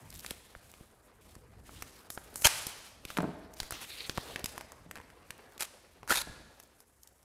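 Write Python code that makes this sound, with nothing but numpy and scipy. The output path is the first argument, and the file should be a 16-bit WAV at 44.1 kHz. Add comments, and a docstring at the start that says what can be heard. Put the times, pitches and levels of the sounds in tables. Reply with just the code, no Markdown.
"""Wide cloth tape is peeled off a roll, torn and pressed on a cardboard frame in a hard-walled workshop.
The tape snaps, ticks and tears in fast runs of slips, made of ringing clicks and noise over short low thumps.
Fingers scrape the tape and sleeves rustle close to the microphone: filtered grains and noise.
The frame knocks on the bench as a set of decaying modes. Decaying noise gives the echo, over a quiet room."""
import sys
import numpy as np
from scipy import signal
from scipy.io import wavfile

SR = 44100
rng = np.random.default_rng(int(sys.argv[2]) if len(sys.argv) > 2 else 0)


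def wav_out(sig):
    """Save sig, one row per channel (or a flat mono array), as 16-bit PCM at SR to the path in sys.argv[1]."""
    wavfile.write(sys.argv[1], SR, np.round(np.clip(np.atleast_2d(sig).T, -1, 1) * 32767).astype(np.int16))


N = 319592


def amp(db):
    """Decibels to gain."""
    return 10 ** (np.asarray(db) / 20)


def rms_one(x):
    """Scale to unit power."""
    return x / np.sqrt(np.mean(x ** 2) + 1e-20)


def in_time(rows):
    """Interpolate the columns of a curve at every sample; the first column is the time."""
    s, *columns = np.transpose(rows)
    return [np.interp(np.arange(N) / SR, s, c) for c in columns]


def at_hz(points, hz):
    """Interpolate a table over log frequency."""
    table_hz, values = np.array(points).T
    return np.interp(np.log(hz), np.log(table_hz), values)


def bandpass(x, low_hz, high_hz):
    """Second-order Butterworth band."""
    return signal.sosfilt(signal.butter(2, [low_hz, high_hz], "band", fs=SR, output="sos"), x)


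def drift(rate_hz):
    """Random wander of mean power 1: noise through a double pole, drawn every 40 samples."""
    r = np.exp(-80 * np.pi * rate_hz / SR)
    noise = rng.standard_normal(N // 40 + 2002)
    slow = signal.lfilter([1], [1, -2 * r, r * r], noise)[2000:]
    return np.interp(np.arange(N) / 40, np.arange(len(slow)), rms_one(slow))


def coloured(x, spectrum, patchy_db=0):
    """Third-octave filter bank: each band has the gain of the spectrum and may wander on its own."""
    edges_hz = 20 * 2 ** np.arange(0, 10.1, 1 / 3)
    out = 0
    for k, (low_hz, high_hz) in enumerate(zip(edges_hz, edges_hz[1:])):
        db = at_hz(spectrum, np.sqrt(low_hz * high_hz))
        if db > -45:
            wander_db = patchy_db * drift(11) if patchy_db else 0
            out = out + (-1) ** k * amp(db + wander_db) * bandpass(x, low_hz, high_hz)
    return out


def ring(clicks, hz, t60_s):
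    """Two-pole resonator: a unit click starts a decaying sine of height 1."""
    r, w = amp(-60 / (t60_s * SR)), 2 * np.pi * hz / SR
    return signal.lfilter([0, np.sin(w)], [1, -2 * r * np.cos(w), r * r], clicks + 1e-18)


def grains(per_s, spread_db):
    """Random clicks of uneven size and either sign; rms 1."""
    sizes = amp(spread_db * np.minimum(rng.exponential(1, N), 4)) * rng.choice([-1, 1], N)
    return rms_one(sizes * (rng.random(N) < per_s / SR))


def gesture(t, length_s, attack_s, fade_db_per_s):
    """Gain that rises, holds until length_s and then fades by so many dB a second."""
    return np.clip(t / attack_s, 0, 1) * amp(-fade_db_per_s * np.clip(t - length_s, 0, 1))


def add(out, s, sound):
    """Mix a short sound in at a time."""
    i = round(s * SR)
    out[i:i + len(sound)] += sound[:N - i]


# Single snaps of tape, and the first hard taps of the frame (at 3.17 and 3.175 s).
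# Each row: start in seconds, ring peak in dB, ring in Hz, crack peak in dB.
SNAPS = [(0.246, -32, 1500, -40), (0.262, -26, 3520, -31.5), (0.307, -24, 2930, -23.5),
         (0.55, -34.5, 1220, -69), (0.738, -37.5, 2330, -49), (1.352, -45, 1210, -42.5),
         (1.692, -36, 1200, -56), (1.822, -28.5, 1850, -28.5), (2.102, -29, 1450, -27),
         (2.175, -27.5, 1450, -58), (2.341, -58.5, 9220, -38), (2.357, -32.5, 1330, -25.5),
         (2.42, -28.5, 2420, -25.5), (2.667, -33, 350, -23), (3.051, -26, 2940, -32),
         (3.102, -31, 1324, -40), (3.17, -17, 2060, -33), (3.175, -20.5, 1265, -26),
         (3.185, -17, 1150, -39), (3.204, -21.5, 1490, -54.5), (3.22, -60, 9000, -39),
         (3.601, -16, 4320, -29.5), (3.63, -29.5, 1860, -35), (3.707, -26.5, 1560, -24),
         (3.722, -28.5, 1330, -29.5), (4.095, -16.5, 3920, -48), (4.179, -22.5, 1080, -38),
         (4.359, -17.5, 2310, -35.5), (4.393, -33, 2940, -36.5), (4.442, -22, 4430, -23.5),
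         (4.458, -23, 4700, -23), (4.578, -24.5, 1730, -32), (4.609, -31.5, 1510, -38),
         (4.719, -38.5, 853, -36.5), (4.911, -27, 1884, -34), (4.955, -34, 2190, -40),
         (4.961, -35, 1505, -51), (4.968, -35.5, 2107, -51), (4.974, -33.5, 1880, -47),
         (4.983, -37, 1700, -52.5), (5, -35.5, 1010, -53), (5.013, -41, 2200, -53),
         (5.101, -40.5, 2300, -62), (5.305, -25, 3000, -32.5), (5.578, -33, 4350, -41),
         (6.03, -33, 1140, -49), (6.076, -31.5, 1410, -35.5), (6.599, -40, 1800, -40.5),
         (6.634, -60, 5960, -47), (6.803, -50.5, 934, -42), (7.032, -65.5, 4940, -40.5),
         (7.073, -64, 6020, -42), (7.228, -58, 6000, -52)]


def snaps():
    """Each snap or tap: a resonance rings a few cycles under a bright crack."""
    out, t = np.zeros(N), np.arange(1400) / SR
    shape = (1 - np.exp(-t / 0.0003)) * (np.exp(-t / 0.002) + 0.044 * np.exp(-t / 0.011))
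    click = -6.0 * (np.arange(len(t)) == 30)   # a click about 0.7 ms into the burst
    noises = rng.standard_normal((len(SNAPS), 2, len(t)))
    for (s, db, hz, crack_db), noise in zip(SNAPS, noises):
        body = ring(noise[0] * shape + click, hz, 2.7 / hz)
        crack = bandpass(noise[1] * shape, 4500, 13000)
        snap = amp(db) * body / np.abs(body).max() + amp(crack_db) * crack / np.abs(crack).max()
        add(out, s + 0.00046, snap)
    return out


# Tugs that tear or peel fast. Each row: start in seconds, length in seconds, level in dB, ring in Hz,
# ring share of the power 0-1, echo in dB relative to the near level.
TUGS = [(2.434, 0.014, -42, 2800, 0, -1), (2.442, 0.016, -17.5, 3120, 0.54, -16),
        (2.458, 0.015, -21, 2130, 0, -10), (5.593, 0.041, -39.5, 2410, 0.01, -23.5),
        (5.638, 0.016, -46, 2580, 0, -7), (6.08, 0.018, -42.5, 1510, 0.2, -20.5),
        (6.099, 0.015, -27.5, 1427, 0.6, -16.5), (6.11, 0.005, -19.5, 1495, .8, -24),
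        (6.115, 0.0095, -21, 1672, 0.62, -17), (6.123, 0.035, -37.5, 1730, 0.06, -30.5),
        (6.148, 0.042, -34, 3740, 0.25, -17.5), (6.19, 0.018, -37, 1770, 0.04, -15),
        (6.208, 0.012, -33.5, 4140, 0.3, -32)]
TUG_ATTACK_S, TUG_FADE_DB_PER_S = 0.008, 4001.5
# Strongest slips inside the tears. Each row: start in seconds, level in dB.
SLIPS = [(2.47, -16), (5.6072, -27), (5.6126, -32), (5.623, -26.5), (5.63, -32), (6.0966, -24.5),
         (6.101, -26.5), (6.142, -26.5), (6.172, -25.5), (6.177, -32)]
# Spectrum of the tears. Each row: frequency in Hz, density in dB per Hz.
TEAR_COLOUR = [(180, -46.5), (300, -14.5), (1100, -3), (2170, -3.5), (2980, -5.5), (5520, -5.5),
               (12100, -6), (16000, -24)]


def tears():
    """Dense, bunched slips of the glue line ring the free tape; returns near sound and room feed."""
    near, thrown, bursts = np.zeros(N), np.zeros(N), np.zeros(N)
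    t = np.arange(500) / SR
    for s, db in SLIPS:
        add(bursts, s, amp(db) * np.exp(-t / 0.0014))
    source = grains(per_s=15000, spread_db=1.0)
    broad = rms_one(coloured(source, TEAR_COLOUR))
    click = 1. * (np.arange(4000) == 0)
    puff = rms_one(coloured(click, TEAR_COLOUR))
    bunching = amp(2.8 * drift(200))
    for s, length_s, db, hz, share, echo_db in TUGS:
        start = round(s * SR)
        span = slice(start, start + round(length_s * SR) + 900)   # 900 samples for the fade
        slips = source[start - 900:span.stop]   # run-in, so that the ring is already going
        tone = rms_one(ring(slips, hz, 25.0 / hz))
        tone = tone + 0.4 * rms_one(ring(slips, 2.1 * hz, 27.0 / hz))
        tone = tone + 0.11 * rms_one(ring(slips, 0.56 * hz, 30.0 / hz))
        t_tug = np.arange(span.stop - start) / SR
        shape = gesture(t_tug, length_s, TUG_ATTACK_S, TUG_FADE_DB_PER_S)
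        level = shape * (amp(db) * bunching[span] + bursts[span])
        tone_gain, broad_gain = np.sqrt(share), np.sqrt(1 - share)
        near[span] += level * (tone_gain * tone[900:] + broad_gain * broad[span])
        # from afar a tug is one puff; high rings die sooner
        far_t60_s = min(90.0, 90.0 * (1750 / hz) ** 3) / hz
        far = tone_gain * rms_one(ring(click, hz, far_t60_s)) + broad_gain * puff
        near_rms = np.sqrt(np.sum(level ** 2) / len(click))   # spread over the length of the puff
        add(thrown, s + length_s / 2, amp(echo_db) * near_rms * far)
    return near, thrown


# Low thumps under some of the snaps and the first tear. Each row: start in seconds,
# push in dB before the high-pass, rise time in seconds.
BUMPS = [(0.312, -29.5, 0.00037), (0.562, -41, 0.0027), (0.81, -38.5, 0.001), (1.365, -40, 0.00075),
         (2.455, -17.5, 0.0013), (3.054, -37, 0.0011), (3.619, -32, 0.007), (3.724, -37, 0.0013),
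         (4.096, -30, 0.00025), (4.176, -16, 0.000051), (4.181, -20.5, 0.0004), (4.442, -27, 0.00051),
         (5.304, -42.5, 0.00061), (6.297, -37, 0.0038)]


def thumps():
    """A one-sided pressure push; a gentle high-pass lets it swing slowly back."""
    out, t = np.zeros(N), np.arange(2600) / SR
    for s, db, rise_s in BUMPS:
        push = t / rise_s * np.exp(1 - t / rise_s)
        add(out, s, -amp(db) * signal.lfilter([1, -1], [1, -.993], push))
    return out


# Tape drawn slowly off the roll. Each row: time in seconds, level in dB, upper band centre in Hz.
PEEL = [(3.76, -73, 3276), (3.8, -55, 3110), (3.845, -52.5, 3073), (3.868, -64, 3320), (3.904, -46, 4000),
        (3.951, -52, 3800), (3.989, -47, 4210), (4.045, -48.5, 4000), (4.075, -56, 3800)]
PEEL_WIDTH_HZ, LOWER_BAND_RATIO, LOWER_BAND_DB = 1000, .63, -3


def peel():
    """Dense slips make the free tape hiss in two bands whose centres follow the pull."""
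    db, hz = in_time(PEEL)
    slips = [grains(per_s=2400, spread_db=0.0) for _ in range(4)]
    lowpass = signal.butter(2, PEEL_WIDTH_HZ / 2, fs=SR, output="sos")
    narrow = signal.sosfilt(lowpass, slips)
    # a slow pair of noises on cosine and sine makes a band around the carrier
    phase = 2 * np.pi * np.cumsum(hz) / SR
    low_phase = LOWER_BAND_RATIO * phase
    upper = narrow[0] * np.cos(phase) + narrow[1] * np.sin(phase)
    lower = narrow[2] * np.cos(low_phase) + narrow[3] * np.sin(low_phase)
    hiss = rms_one(upper + amp(LOWER_BAND_DB) * lower)
    pulling = np.interp(np.arange(N) / SR, [PEEL[0][0], PEEL[-1][0]], [1, 1], left=0, right=0)
    return amp(db) * pulling * amp(2.6 * drift(61)) * hiss


# Glue letting go thread by thread. Each row: start in seconds, length in seconds, ticks per second,
# base tick peak in dB (each tick lies 3.5 below to 10.5 above).
CRACKLE = [(0.088, .22, 143, -41), (0.616, .13, 32, -46), (3.53, .06, 70, -42.5), (5.199, .35, 17.3, -52.5),
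           (6.501, .18, 42, -49), (7.066, .18, 24, -57)]
TICK_LOW_HZ, TICK_HIGH_HZ = 4000, 14000


def crackle():
    """Ticks at random moments, at most 30 a spell: noise bursts ringing briefly at their own pitch."""
    out, t = np.zeros(N), np.arange(300) / SR
    for s, length_s, per_s, db in CRACKLE:
        draws, noise = rng.random((30, 3)), rng.standard_normal((30, 300))
        times = s - np.cumsum(np.log(draws[:, 0])) / per_s
        for at, (_, pitch, size), burst in zip(times, draws, noise):
            if at < s + length_s:
                hz = TICK_LOW_HZ * (TICK_HIGH_HZ / TICK_LOW_HZ) ** pitch
                tick = ring(np.diff(burst * np.exp(-t / 0.00025)), hz, 1.8 / hz)
                add(out, at, amp(db + 14 * size - 3.5) * tick / np.abs(tick).max())
    return out


# Fingers sliding along the tape. Each row: start in seconds, length in seconds, scrape in dB, crinkle in dB.
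STROKES = [(-.02, 0.86, -67.5, -68), (0.106, 0.058, -62, -63), (0.217, 0.085, -55.5, -56),
           (1.2, 0.12, -68.5, -70), (1.648, 0.35, -61, -63), (2.093, 0.054, -71, -52),
           (2.2, 0.16, -65.5, -66), (2.353, 0.25, -64, -48), (2.67, 0.032, -62, -55),
           (2.747, 0.13, -59.5, -62), (3.069, 0.066, -53.5, -58.5), (3.55, 0.13, -58.5, -63),
           (3.706, 0.063, -46.5, -61), (3.797, 0.29, -56, -55.5), (4.145, 0.2, -52, -59.5),
           (4.472, 0.036, -53.5, -56), (4.995, 1.7, -75, -85)]
STROKE_ATTACK_S, STROKE_FADE_DB_PER_S = 0.019, 144
RESTING_SCRAPE_DB, RESTING_CRINKLE_DB = -83.5, -73.5   # hands lying on the tape


def strokes():
    """Gains of scrape and crinkle: all strokes and the resting hands, added in power."""
    t = np.arange(0, N + 40, 40) / SR
    power = amp([[RESTING_SCRAPE_DB], [RESTING_CRINKLE_DB]]) ** 2
    for s, length_s, *db in STROKES:
        shape = gesture(t - s, length_s, STROKE_ATTACK_S, STROKE_FADE_DB_PER_S)
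        power = power + (amp(db)[:, None] * shape) ** 2
    return [np.interp(np.arange(N) / SR, t, gain) for gain in np.sqrt(power)]


# Spectra of scrape and crinkle. Each row: frequency in Hz, density in dB per Hz.
SCRAPE = [(800, -12.5), (1600, -12), (2600, -9), (4000, -9.5), (6000, -15), (10000, -26)]
CRINKLE = [(3500, -24.5), (5500, -8.5), (7500, -2.5), (10500, -2), (13000, -3), (16000, -20)]


def fingers():
    """Fingers scrape the tape, which crinkles in fine grains."""
    scraping, crinkling = strokes()
    grip = amp(2.2 * drift(28))   # one grip shakes scrape and crinkle together
    scrape = rms_one(coloured(grains(per_s=6000, spread_db=2.5), SCRAPE, patchy_db=2.2))
    crinkle = rms_one(coloured(grains(per_s=23000, spread_db=6.0), CRINKLE, patchy_db=1.0))
    return (scrape * scraping + crinkle * crinkling) * grip


# Sleeves and hands moving. Each row: time in seconds, rumble in dB, rub in dB.
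RUSTLE = [(0, -55, -59), (.12, -57.5, -64), (.45, -62.5, -64.5), (1.05, -69, -64.5), (1.38, -60.5, -64),
          (1.75, -56, -63), (2.1, -71.5, -61), (2.4, -57.5, -58.5), (2.95, -66, -67), (3.3, -59, -55),
          (3.75, -63.5, -68), (4.3, -59, -52.5), (4.55, -63, -55.5), (4.9, -61.5, -62.5), (5.4, -68.5, -60),
          (5.95, -69.5, -65.5), (6.3, -53.5, -59), (6.9, -80.5, -73), (7.25, -69.5, -71)]
# Spectra of rumble and rub. Each row: frequency in Hz, density in dB per Hz.
RUMBLE = [(12, -42), (20, -14), (54, 4.5), (92, 1.5), (296, -11.5), (460, -34), (770, -120)]
RUB = [(120, -27.5), (200, 2), (500, 3.5), (1920, -6.5), (4030, -18.5), (5000, -13), (6500, -28),
       (11000, -120)]


def rustle():
    """Moving sleeves rumble as low noise; hands rub as patchy grains."""
    rumble_db, rub_db = in_time(RUSTLE)
    rumble = rms_one(coloured(rng.standard_normal(N), RUMBLE))
    rub = rms_one(coloured(grains(per_s=4800, spread_db=3.0), RUB, patchy_db=2.5))
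    return rumble * amp(rumble_db + 2.0 * drift(4.6)) + rub * amp(rub_db + 2.1 * drift(23))


# Frame on the bench. Each row: start in seconds, blow in dB, contact hardness in Hz.
KNOCKS = [(3.186, -23, 916), (3.203, -25.5, 1200), (3.23, -25.5, 900), (3.241, -23, 794),
          (3.25, -25.5, 600), (3.275, -28.5, 420), (3.29, -32, 500), (4.861, -40.5, 249), (6.271, -38, 910)]
# Modes of the frame. Each row: frequency in Hz, level in dB, t60 in seconds.
FRAME = [(103, -28, 0.22), (167.2, -3.5, 0.12), (302, -2.5, 0.041), (402, -15.5, 0.093), (495, -9, 0.049),
         (617, -5, 0.06), (730, -5.5, 0.042), (865, -9, 0.063), (1070, -6, 0.032), (1420, 4, 0.0091)]


def knocks():
    """Each blow strikes every mode with its own strength; a softer contact reaches fewer high modes."""
    out = np.zeros(N)
    start_s, blow_db, hardness_hz = np.array(KNOCKS).T
    at = (start_s * SR).astype(int)
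    luck_db = rng.normal(0, 2.0, (len(KNOCKS), len(FRAME)))
    for k, (hz, level_db, t60_s) in enumerate(FRAME):
        clicks = np.zeros(N)
        clicks[at] = amp(blow_db + level_db + luck_db[:, k]) / (1 + (hz / hardness_hz) ** 2)
        out += (-1) ** (k // 2) * ring(clicks, hz, t60_s)
    return out


# Decay of the workshop. Each row: frequency in Hz, t60 in seconds.
ROOM_T60 = [(100, 0.17), (500, 1.4), (2000, 1), (6000, 1.15), (15000, 0.28)]


def workshop(x):
    """Diffuse echo: convolution with noise that dies band by band."""
    t = np.arange(SR * 3 // 2) / SR
    edges_hz = 60 * 2 ** np.arange(0, 8.3, .75)
    echo = np.zeros(len(t))
    for low_hz, high_hz in zip(edges_hz, edges_hz[1:]):
        t60_s = at_hz(ROOM_T60, np.sqrt(low_hz * high_hz))
        echo += bandpass(rng.standard_normal(len(t)), low_hz, high_hz) * amp(-60 * t / t60_s)
    echo *= np.clip(t / 0.012, 0, 1)   # the first walls are some metres off
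    return signal.fftconvolve(x, echo / np.sqrt(np.sum(echo ** 2)))[:N]


# Spectrum of the quiet room. Each row: frequency in Hz, density in dB per Hz.
FLOOR = [(15, -35), (25, 0.5), (70, 19.5), (180, -6.5), (1230, -8.5), (1400, -14.5), (3430, -22.5),
         (12200, -25.5), (16000, -44.5)]
FLOOR_DB = -74.5


def hush():
    """The room's steady hush: coloured noise at one level."""
    return amp(FLOOR_DB) * rms_one(coloured(rng.standard_normal(N), FLOOR))


def scene():
    """Near sounds, their echo, and the room's steady hush."""
    snap, (tear, thrown), knock = snaps(), tears(), knocks()
    echo = workshop(amp(-14.5) * snap + thrown + amp(-12) * knock)
    tape = snap + tear + thumps() + peel() + crackle()
    handling = fingers() + rustle()
    return (tape + handling + knock + echo + hush())[None]


def record(dry):
    """Steep low-pass: the top is cut, 60 dB down from 16480 Hz."""
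    return signal.sosfilt(signal.cheby2(12, 60, 16480, fs=SR, output="sos"), dry)


dry = scene()
out = record(dry)
wav_out(out)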